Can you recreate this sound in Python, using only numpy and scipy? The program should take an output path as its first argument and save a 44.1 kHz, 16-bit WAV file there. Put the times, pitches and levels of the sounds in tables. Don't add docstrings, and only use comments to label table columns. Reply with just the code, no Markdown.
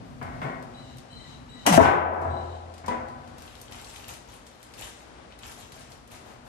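import sys
import numpy as np
from scipy import signal
from scipy.fft import rfft, irfft
from scipy.io import wavfile
from scipy.ndimage import uniform_filter1d, minimum_filter1d

SR = 44100
rng = np.random.default_rng(int(sys.argv[2]) if len(sys.argv) > 2 else 0)


def store_wav(level_fs):
    pcm = np.round(np.clip(np.atleast_2d(level_fs), -1, 1) * 32767)
    wavfile.write(sys.argv[1], SR, pcm.T.astype(np.int16))


N = 285754
T = np.arange(N) / SR


def undb(db):
    return 10 ** (np.asarray(db) / 20)


def unit(x):
    return x / np.sqrt(np.mean(x ** 2))


def fade(t, t60):
    return np.exp(-np.log(1000) * t / t60)


def rise(t, rise_s):
    return 1 - np.exp(-t / rise_s)


def envelope(start, rise_s, hold_s, t60):
    return np.clip((T - start) / rise_s, 0, 1) * fade(np.maximum(T - start - rise_s - hold_s, 0), t60)


def overlap(gains):
    return np.sqrt(np.sum(np.square(gains), axis=0))


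def wobble(n, smooth):
    return unit(uniform_filter1d(rng.standard_normal(n), size=smooth))


def look_up(table, hz, column=1):
    rows = np.array(table)
    return np.interp(np.log(hz + 1e-9), np.log(rows[:, 0]), rows[:, column])


def colour(x, table):
    n = x.shape[-1]
    return irfft(rfft(x) * undb(look_up(table, np.fft.rfftfreq(n, 1 / SR))), n)


def add(out, start, x):
    i = max(0, int(start * SR))
    out[..., i:i + x.shape[-1]] += x[..., :N - i]


def from_left(x, lag_s=0.00045):
    return np.array([x, np.pad(x, (int(lag_s * SR), 0))[:len(x)]])


def stereo_noise(n, apart_hz):
    angle = np.arctan(0.43 + np.fft.rfftfreq(n, 1 / SR) / apart_hz)
    shared = rfft(from_left(rng.standard_normal(n)))
    separate = rfft(rng.standard_normal((2, n)))
    return irfft(np.cos(angle) * shared + np.sin(angle) * separate, n)


def shaped_noise(table, apart_hz, n=N):
    return unit(colour(stereo_noise(n, apart_hz), table))


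def dense_ring(table, apart_hz):
    t = T[:2 * SR]
    spectrum = rfft(shaped_noise(table, apart_hz, len(t)))
    hz, centres = np.fft.rfftfreq(len(t), 1 / SR), np.geomspace(50, 15000, 18)
    return sum(irfft(spectrum * np.interp(hz, centres, band)) * fade(t, look_up(table, centre, column=2))
               for centre, band in zip(centres, np.eye(len(centres))))


def steel_tones(table, wander_hz):
    t, knots = T[:3 * SR], np.arange(0, 3, 0.025)
    tones = []
    for hz, db, t60 in table:
        drift = np.cumsum(np.interp(t, knots, rng.standard_normal(len(knots)))) / SR
        tones.append(undb(db) * np.exp(2j * np.pi * (hz * t + wander_hz * drift)) * fade(t, t60))
    return np.array(tones)


def strike(tones):
    phases = rng.uniform(0, 2 * np.pi, len(tones)) + 0.82 * rng.standard_normal((2, len(tones)))
    left, right = np.imag(np.exp(1j * phases) @ tones)
    return np.array([left, from_left(right)[1]])


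# (frequency [Hz], level [dB])
RUMBLE_TONE = [(20, -39), (35, -13), (58, 0), (85, -9), (120, -10.5), (180, -9.5), (245, -7.5), (400, -11),
               (700, -11.5), (1200, -16.5), (2600, -25), (7500, -33.5), (9500, -35), (11500, -44),
               (14000, -62)]
# (pitch [Hz], level [dB])
HUM_TONES = [(120, -63), (240, -61.5)]

def background(rumble_db=-52, swell_db=1):
    swell = unit(colour(rng.standard_normal(N), [(3, 0), (12, -40), (50, -120)]))
    hum = sum(undb(db) * np.sin(2 * np.pi * hz * T) for hz, db in HUM_TONES)
    return shaped_noise(RUMBLE_TONE, apart_hz=690) * undb(rumble_db + swell_db * swell) + hum


# (frequency [Hz], level [dB], fade time [s])
ECHO_BANDS = [(60.5, -8.5, 0.58), (503, 4.5, 0.18), (1950, 2.5, 0.341), (6560, 3, 0.46),
              (14400, 4.5, 0.031)]

def workshop(x, echo_db):
    echo = dense_ring(ECHO_BANDS, apart_hz=493) * (T[:2 * SR] > 0.004)
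    echo = echo / np.sqrt(np.sum(echo ** 2) / 2)
    return x + undb(echo_db) * signal.fftconvolve(x, echo, axes=1)[:, :N]


# (time [s], rise [s], hold [s], level [dB])
WEIGHT_SHIFTS = [(0.0, 0.07, 0.15, -40.5), (0.204, 0.0324, 0.172, -39), (0.506, 0.051, 0.443, -44.5),
                 (1.089, 0.04, 0.03, -41.5), (1.253, 0.026, 0.43, -44.5), (2.965, 0.056, 0.31, -46),
                 (3.652, 0.045, 0.03, -53), (5.45, 0.11, 1, -54.5)]
# (frequency [Hz], level [dB])
THUD_TONE = [(25, -28), (50, 16.5), (85, 11), (135, 20), (190, 3), (250, 19), (400, -30)]

def shifting_weight(gain_db=-4, t60=0.66):
    weight = overlap([undb(db) * envelope(start, rise_s, hold_s, t60)
                      for start, rise_s, hold_s, db in WEIGHT_SHIFTS])
    return shaped_noise(THUD_TONE, apart_hz=910) * weight * undb(gain_db)


# (time [s], rise [s], hold [s], crinkle level [dB], sleeve level [dB])
BAG_MOVES = [(3.257, 0.018, 0.0113, -76, -62), (3.368, 0.0096, 0.25, -62.5, -54.5),
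             (3.696, 0.017, 0.3, -55, -52), (4.07, 0.017, 0.013, -48.5, -45),
             (4.269, 0.017, 0.043, -57, -55), (4.45, 0.01, 0.32, -65, -80),
             (4.738, 0.073, 0.036, -47.5, -47), (4.937, 0.0185, 0.034, -63.5, -73),
             (5.402, 0.04, 0.059, -51.5, -48.5), (5.561, 0.0114, 0.04, -55.5, -52),
             (5.714, 0.012, 0.092, -57, -53.5), (5.884, 0.015, 0.034, -64, -55),
             (6.1, 0.0086, 0.022, -53, -48.5), (6.237, 0.024, 0.043, -69, -52),
             (6.434, 0.037, 0.03, -70, -50.5)]
# (frequency [Hz], level [dB])
PLASTIC_TONE = [(500, -30), (1300, 0), (2200, -0.5), (3000, 0.5), (4500, -6.5), (7000, -2.5), (10000, -3.5),
                (13000, -3.5), (15000, -32)]
# (frequency [Hz], level [dB])
SLEEVE_TONE = [(100, 18), (250, -1), (700, 8.5), (1300, 3), (2500, -7), (5000, -11)]

def bag(creases_per_s=450, crinkle_db=-2, slide_db=-11, sleeve_db=-2):
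    flexing = overlap([undb(db) * envelope(start, rise_s, hold_s, t60=0.42)
                       for start, rise_s, hold_s, db, _ in BAG_MOVES])
    rubbing = overlap([undb(db) * envelope(start, rise_s, hold_s, t60=0.28)
                       for start, rise_s, hold_s, _, db in BAG_MOVES])
    creases, pitches = np.zeros((2, N)), np.geomspace(1500, 13000, 16)
    for hz in pitches:
        sizes = undb(3 * np.minimum(rng.exponential(size=N), 3))
        snapping = rng.random(N) < creases_per_s / len(pitches) / SR
        kicks = sizes * snapping * rng.choice([-1, 1], N)
        ring = signal.lfilter(*signal.iirpeak(hz, Q=8, fs=SR), kicks)
        creases += np.array([ring, np.roll(ring, rng.integers(5, 25))])
    crinkle = undb(crinkle_db) * unit(colour(creases, PLASTIC_TONE))
    slide = undb(slide_db) * shaped_noise(PLASTIC_TONE, apart_hz=2000)
    sleeves = undb(sleeve_db) * shaped_noise(SLEEVE_TONE, apart_hz=850)
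    return (crinkle + slide) * flexing + sleeves * rubbing


# (time [s], level [dB], pitch [Hz])
CREASE_POPS = [(3.477, -42.5, 3020), (3.552, -47, 3690), (3.588, -51, 3000), (3.68, -46, 3050),
               (3.722, -39, 3220), (3.786, -43, 2770), (3.796, -46, 3920), (3.844, -43.5, 4640),
               (3.9594, -39, 2970), (4.042, -41, 3000), (4.067, -49, 2600), (4.09, -38.5, 3010),
               (4.1365, -49, 2900), (4.821, -36, 3050), (5.306, -48, 2500), (5.3144, -51, 1910),
               (5.322, -46, 2970), (5.4324, -38, 2860), (5.456, -56, 3300), (5.812, -47, 2920)]

def bag_pops():
    out, t = np.zeros((2, N)), T[:SR // 10]
    shape = rise(t, 0.00099) * fade(t, 0.025)
    for start, db, hz in CREASE_POPS:
        ring = signal.lfilter(*signal.iirpeak(hz, Q=4, fs=SR), stereo_noise(len(t), apart_hz=9000))
        add(out, start, undb(db) * unit(ring) * shape)
    return out


# (time [s], edge level [dB], crackle level [dB])
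CLICKS = [(0.226, -46, -56), (0.625, -47, -59), (0.9694, -47, -58), (0.983, -45, -54.5), (2.136, -50, -64),
          (2.2145, -51.5, -60), (2.7391, -54, -55.5), (2.779, -53, -55), (2.861, -42, -48.5),
          (2.88, -49, -44), (3.083, -58, -59), (3.275, -63, -59), (3.3821, -44, -55.5), (3.42, -42, -55),
          (3.5524, -52, -58), (3.614, -32.5, -68), (3.721, -53, -51.5), (3.845, -50, -65),
          (3.896, -51, -49.5), (3.961, -44, -49.5), (4.0815, -33, -56), (4.137, -38, -54.5),
          (4.466, -50, -54), (4.628, -39.5, -55), (4.737, -52, -51), (4.784, -47, -59),
          (5.3884, -43.5, -54), (5.518, -38, -58), (5.72, -43, -51.5), (5.9045, -51.5, -64),
          (5.918, -48, -53), (6.0754, -46, -63), (6.113, -45, -65)]
# (frequency [Hz], level [dB])
CRACKLE_TONE = [(600, -9), (1500, -4.5), (3000, 0.5), (5000, -1.5), (9000, -2.5), (14000, -13)]

def clicks(edge_gain_db=1, crackle_gain_db=5.5):
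    out, t = np.zeros((2, N)), T[:SR // 10]
    for start, edge_db, crackle_db in CLICKS:
        crackle = shaped_noise(CRACKLE_TONE, apart_hz=4000, n=len(t)) * fade(t, 0.05)
        edge = unit(np.diff(rng.standard_normal((2, len(t))), prepend=0)) * fade(t, 0.023)
        snap = undb(crackle_db + crackle_gain_db) * crackle + undb(edge_db + edge_gain_db) * edge
        add(out, start, snap * rise(t, 0.00062))
    return out


# (time [s], rise [s], hold [s], level [dB])
HINGE_SWINGS = [(0.42, 0.006, 0.02, -61), (1.805, 0.012, 0.012, -34.5), (2.21, 0.006, 0.01, -63)]

def hinge_scrapes():
    rubbing = overlap([undb(db) * envelope(start, rise_s, hold_s, t60=0.27)
                       for start, rise_s, hold_s, db in HINGE_SWINGS])
    return shaped_noise(CRACKLE_TONE, apart_hz=3000) * rubbing


# (time [s], length [s], top base pitch [Hz], time to the top [s],
# pitch lost by the end [share], level [dB], pitch shake at the end [share])
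LATCH_PUSHES = [(0.733, 0.19, 1003, 0.085, 0.035, -51, 0.012),
                (1.093, 0.24, 1027, 0.054, 0.102, -47.5, 0.025),
                (1.482, 0.18, 987, 0.091, 0.078, -48.5, 0.03),
                (2.288, 0.28, 992, 0.067, 0.033, -54.5, 0.056)]
# (pitch [times the base], level [dB], loudest point [share of the length],
# how much of the pitch slide it follows [share])
SQUEAL_TONES = [(2, -14.5, 0.57, 1), (3, -10.5, 0.31, 0.5076), (4, -5, 0.27, 1), (5, -25, 0.82, 0.31),
                (8, -13.5, 0.26, 1)]

def latch_squeal(gain_db=-2, rasp_db=4, rise_s=0.012, t60=0.12):
    out = np.zeros(N)
    for start, length_s, top_hz, top_s, sag, db, shake in LATCH_PUSHES:
        now = (T > start) & (T < start + length_s + t60)
        t = T[now] - start
        progress = np.minimum(t / length_s, 1)
        climbing = 0.0344 * np.maximum(1 - t / top_s, 0) ** 2
        sagging = sag * np.clip((t - top_s) / (length_s - top_s), 0, 1.1) ** 1.5
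        below_top = climbing + sagging
        loudness = undb(db + gain_db) * envelope(start, rise_s, length_s - rise_s, t60)[now]
        first, second = (0, 1), (0.06 * progress ** 3, undb(-4) * progress ** 2)
        for lift, gain in (first, second):
            jitter = shake * (0.25 + 0.75 * progress ** 2) * wobble(len(t), smooth=110)
            for multiple, tone_db, loudest, follows in SQUEAL_TONES:
                hz = multiple * top_hz * (1 - follows * (below_top - lift) + jitter)
                tone = undb(tone_db) * np.sin(2 * np.pi * np.cumsum(hz) / SR)
                rasp = unit(undb(rasp_db * wobble(len(t), smooth=400)))
                swell = np.exp(-((progress - loudest) / 0.36) ** 2)
                out[now] += gain * loudness * swell * rasp * tone
    return from_left(out)


# (frequency [Hz], level [dB])
RUB_TONE = [(1500, -8), (2200, -12), (2600, -17.5), (3000, -1), (3400, -17), (3900, 3), (4200, -6),
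            (4600, -17), (5200, -13.5), (6800, -14), (7800, -12.5), (9500, -27.5)]

def latch_rub(gain_db=-9):
    pushes = overlap([undb(db + gain_db) * envelope(start, 0.8 * length_s, 0.2 * length_s, t60=0.27)
                      for start, length_s, _, _, _, db, _ in LATCH_PUSHES])
    return shaped_noise(RUB_TONE, apart_hz=3000) * pushes


# (time [s], level [dB])
LEVER_JOLTS = [(0.214, -43), (0.27, -46.5), (0.323, -43.5), (0.418, -34.5), (0.464, -41), (0.497, -37.5),
               (2.841, -45)]
# (pitch [Hz], level [dB], fade time [s])
LEVER_TONES = [(128.5, -17, 0.37), (166, -5, 1.1), (258.6, -8, 1.1), (641, -11, 0.64), (1044, -3, 0.2),
               (1118, -9.5, 0.24), (1412, -12.5, 0.39), (1507, -18.5, 0.51), (1760, -17.5, 0.68),
               (1830, -19.5, 0.5), (1911, -15.5, 0.57), (2110, -18, 0.42), (2180, -13, 0.35),
               (2257, -20, 0.21)]

def latch_lever():
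    out, tones = np.zeros((2, N)), steel_tones(LEVER_TONES, wander_hz=5)
    for start, db in LEVER_JOLTS:
        add(out, start, undb(db) * strike(tones))
    return out


# (time [s], level [dB])
CAP_HITS = [(0.217, -51), (0.419, -31), (0.448, -43), (0.495, -36), (1.81, -17), (1.857, -8), (1.884, -4.5),
            (1.902, -16), (1.94, -27), (1.972, -23), (2.017, -27), (2.05, -31), (2.185, -37), (2.221, -28),
            (2.254, -26), (2.413, -35.5), (2.882, -25), (2.889, -32), (2.91, -44), (2.923, -30),
            (2.937, -30)]
# (frequency [Hz], level [dB])
CLACK_TONE = [(100, -6), (240, 8), (520, 1.5), (850, 9.5), (1100, 6), (1400, -22), (2200, -25), (3200, -42),
              (5500, -45), (10000, -58)]

def cap_clacks(gain_db=1):
    out, t = np.zeros((2, N)), T[:SR // 5]
    shape = rise(t, 0.00043) * fade(t, 0.026)
    for start, db in CAP_HITS:
        burst = shaped_noise(CLACK_TONE, apart_hz=2510, n=len(t))
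        add(out, start, undb(db + gain_db) * burst * shape)
    return out


# (time [s], level [dB], fade time [s])
SPURTS = [(1.661, -18, 0.17), (1.721, -20.5, 0.26)]
# (frequency [Hz], level [dB])
JET_TONE = [(100, -32), (400, 0), (720, 8.5), (1300, -7.5), (2600, -8), (4300, -16), (5800, -11),
            (8000, -11.5), (12000, -13), (14000, -20)]

def vapour(rise_s=0.0037, empty_at_s=1.772, flutter_db=3, gulp_db=-22.5, high_hz=299.4, low_hz=161.2):
    start = SPURTS[0][0]
    pressure = envelope(start, rise_s, empty_at_s - start, t60=0.22)
    spurts = overlap([undb(db) * envelope(time, rise_s, 0, t60) for time, db, t60 in SPURTS])
    flutter = undb(flutter_db * wobble(N, smooth=120))
    jet = shaped_noise(JET_TONE, apart_hz=3000) * flutter * spurts * pressure
    gulp_hz = low_hz + (high_hz - low_hz) / (1 + ((T - start) / 0.039) ** 6)
    gulp_hz *= 1 + 0.09 * wobble(N, smooth=250)
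    sputter = undb(flutter_db * wobble(N, smooth=400))
    gulp = unit(sputter * np.sin(2 * np.pi * np.cumsum(gulp_hz) / SR))
    gulp *= undb(gulp_db) * envelope(start, rise_s=0.021, hold_s=0.0427, t60=0.75)
    return jet + from_left(gulp)


# (time [s], pitch [Hz], level [dB], fade time [s])
BOOM_SWINGS = [(1.803, 84.7, -28, 3.4), (2.131, 83.6, -31, 0.95), (2.2, 125, -31.5, 0.9),
               (2.201, 142.3, -32.5, 0.65), (2.199, 221.5, -39.5, 1), (2.199, 256.7, -38.5, 0.86)]

def wall_boom(waver_db=3, rise_s=0.084):
    out = np.zeros(N)
    for start, *swing in BOOM_SWINGS:
        tone = steel_tones([swing], wander_hz=2).imag[0]
        noise = rng.standard_normal(len(tone))
        waver = unit(colour(noise, [(1, -20), (4, 0), (9, 0), (20, -40), (50, -120)]))
        add(out, start, tone * undb(waver_db * waver) * rise(T[:len(tone)], rise_s))
    return from_left(out)


# (time [s], pitch [Hz], level [dB], fade time [s])
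WALL_SWINGS = [(0.25, 83.35, -34.5, 0.264), (0.441, 132, -24, 0.14), (1.7784, 265, 11, 0.031),
               (1.7745, 655.3, 0.5, 0.11), (1.783, 431, -7, 0.12), (1.797, 950, -8, 0.077),
               (1.806, 92, 1.5, 0.065), (1.824, 1520, -8.5, 0.11)]

def wall_snap(rise_s=0.0085):
    out = np.zeros(N)
    for start, *swing in WALL_SWINGS:
        tone = steel_tones([swing], wander_hz=3.5).imag[0]
        add(out, start, tone * rise(T[:len(tone)], rise_s))
    return from_left(out) * undb([[2], [-2]])


# (time [s], level [dB], treble cut above [Hz], cap level within the blow [dB])
CAN_BLOWS = [(0.0, -34.5, 264, -10), (0.213, -38, 2300, -24.5), (0.345, -30, 170, -27),
             (0.417, -35.5, 4300, -18), (0.447, -32, 478, -17), (1.656, -30.5, 985, -20),
             (1.664, -26, 5000, -2.5), (1.776, -11.5, 1430, -13), (1.80, -13.5, 1710, -12),
             (1.829, -19.5, 3580, -27), (1.853, -16.5, 3420, -32), (1.883, -21.5, 1500, -27),
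             (2.016, -32.5, 1810, -25), (2.12, -36.5, 1107, -22), (2.186, -41.5, 1330, -23),
             (2.22, -40, 1446, -13), (2.844, -44.5, 2060, -11.5), (2.881, -38, 3000, 7.5),
             (2.91, -36, 2170, 2.5)]
# (pitch [Hz], level [dB], fade time [s])
CAN_TONES = [(120.2, -13, 0.52), (214, -22, 1.15), (255, -11, 0.22), (362, -16.5, 1.7), (425, -12, 0.59),
             (479, -16, 0.59), (515.7, -16, 1.54), (556, -14.5, 0.98), (656, -10.5, 1.55),
             (683, -10.5, 0.92), (726, -14.5, 1.74), (763, -11, 1.56), (822, -11, 1.36), (985, -8, 1.22),
             (1081, -8.5, 1.03), (1323, -16.5, 1.53), (1343, -15, 1), (1526, -30, 1.3), (1517, -13, 1.09),
             (1580, -18, 0.63), (1670, -13, 1), (1730, -26, 0.7), (2160, -16, 0.39)]
# (pitch [Hz], level [dB], fade time [s])
CAP_TONES = [(217.4, -5.5, 0.51), (243.8, -6.5, 0.77), (329.6, -15, 1.73), (431, -13.5, 0.81),
             (518.3, -7, 0.75), (699, -9, 1.2), (741, -14, 1.05), (885, -4.5, 0.3), (978.4, 0, 0.43),
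             (1008, -3.5, 0.92), (1110, -22, 0.8), (1130, -21, 0.25), (1497, -21, 1.5), (1530, -28, 0.5),
             (1870, -19, 0.8), (1997, -15, 0.63), (2019, -23, 0.47), (2320, -24, 0.69), (2480, -23, 0.57)]
# (frequency [Hz], level [dB], fade time [s])
SHEET_BANDS = [(49.7, -11, 0.44), (127, 0.5, 0.14), (264, -8, 1.14), (440, -8.5, 1.5), (691, -2, 1.29),
               (1035, -4.5, 1.16), (1520, -9.5, 1), (2200, -11.5, 0.83), (3700, -21.5, 0.53),
               (5630, -35, 0.5), (12800, -16, 0.53)]

def can_clanks(shell_db=-2):
    out = np.zeros((2, N))
    shell, cap = steel_tones(CAN_TONES, wander_hz=6), steel_tones(CAP_TONES, wander_hz=9)
    for start, db, cut_hz, cap_db in CAN_BLOWS:
        ring = undb(shell_db) * strike(shell) + undb(cap_db) * strike(cap)
        add(ring, 0, dense_ring(SHEET_BANDS, apart_hz=1120))
        treble_cut = signal.butter(2, cut_hz, fs=SR, output="sos")
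        add(out, start, undb(db) * signal.sosfilt(treble_cut, ring))
    return out * undb([[-0.5], [0.5]])


# (frequency [Hz], boost [dB])
LEFT_BOOST = [(60, 1), (200, 1.5), (400, 3), (700, 5.5), (1300, 6), (2400, 5.5), (4400, 6), (8000, 2.5),
              (14000, -4)]

def scene():
    can = can_clanks() + workshop(wall_snap(), echo_db=-2.5)
    can += workshop(vapour(), echo_db=-3.5) + wall_boom()
    cap = workshop(cap_clacks(), echo_db=-11) + workshop(latch_lever() + hinge_scrapes(), echo_db=-6)
    small_sounds = workshop(clicks() + bag_pops() + latch_squeal() + latch_rub(), echo_db=-4)
    crinkling = workshop(bag(), echo_db=-0.5)
    left, right = can + cap + small_sounds + crinkling + shifting_weight() + background()
    return np.array([colour(left, LEFT_BOOST), right])


def record(dry, bass_cut_hz=35, top_hz=13900, hold_s=0.23, release_db_per_s=38):
    dry = signal.sosfilt(signal.butter(3, bass_cut_hz, "high", fs=SR, output="sos"), dry)
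    peak_db = 20 * np.log10(np.abs(dry).max(axis=0) + 1e-9)
    needed_db = np.minimum(0, -peak_db)
    half_hold = int(hold_s * SR / 2)
    held_db = minimum_filter1d(needed_db, 2 * half_hold + 1, origin=half_hold)
    ramp_db = release_db_per_s * T
    gain_db = np.minimum.accumulate(held_db - ramp_db) + ramp_db
    limited = np.clip(dry * undb(uniform_filter1d(gain_db, size=40)), -1, 1)
    return signal.sosfilt(signal.ellip(8, 0.2, 70, top_hz, fs=SR, output="sos"), limited)


dry = scene()
out = record(dry)
store_wav(out)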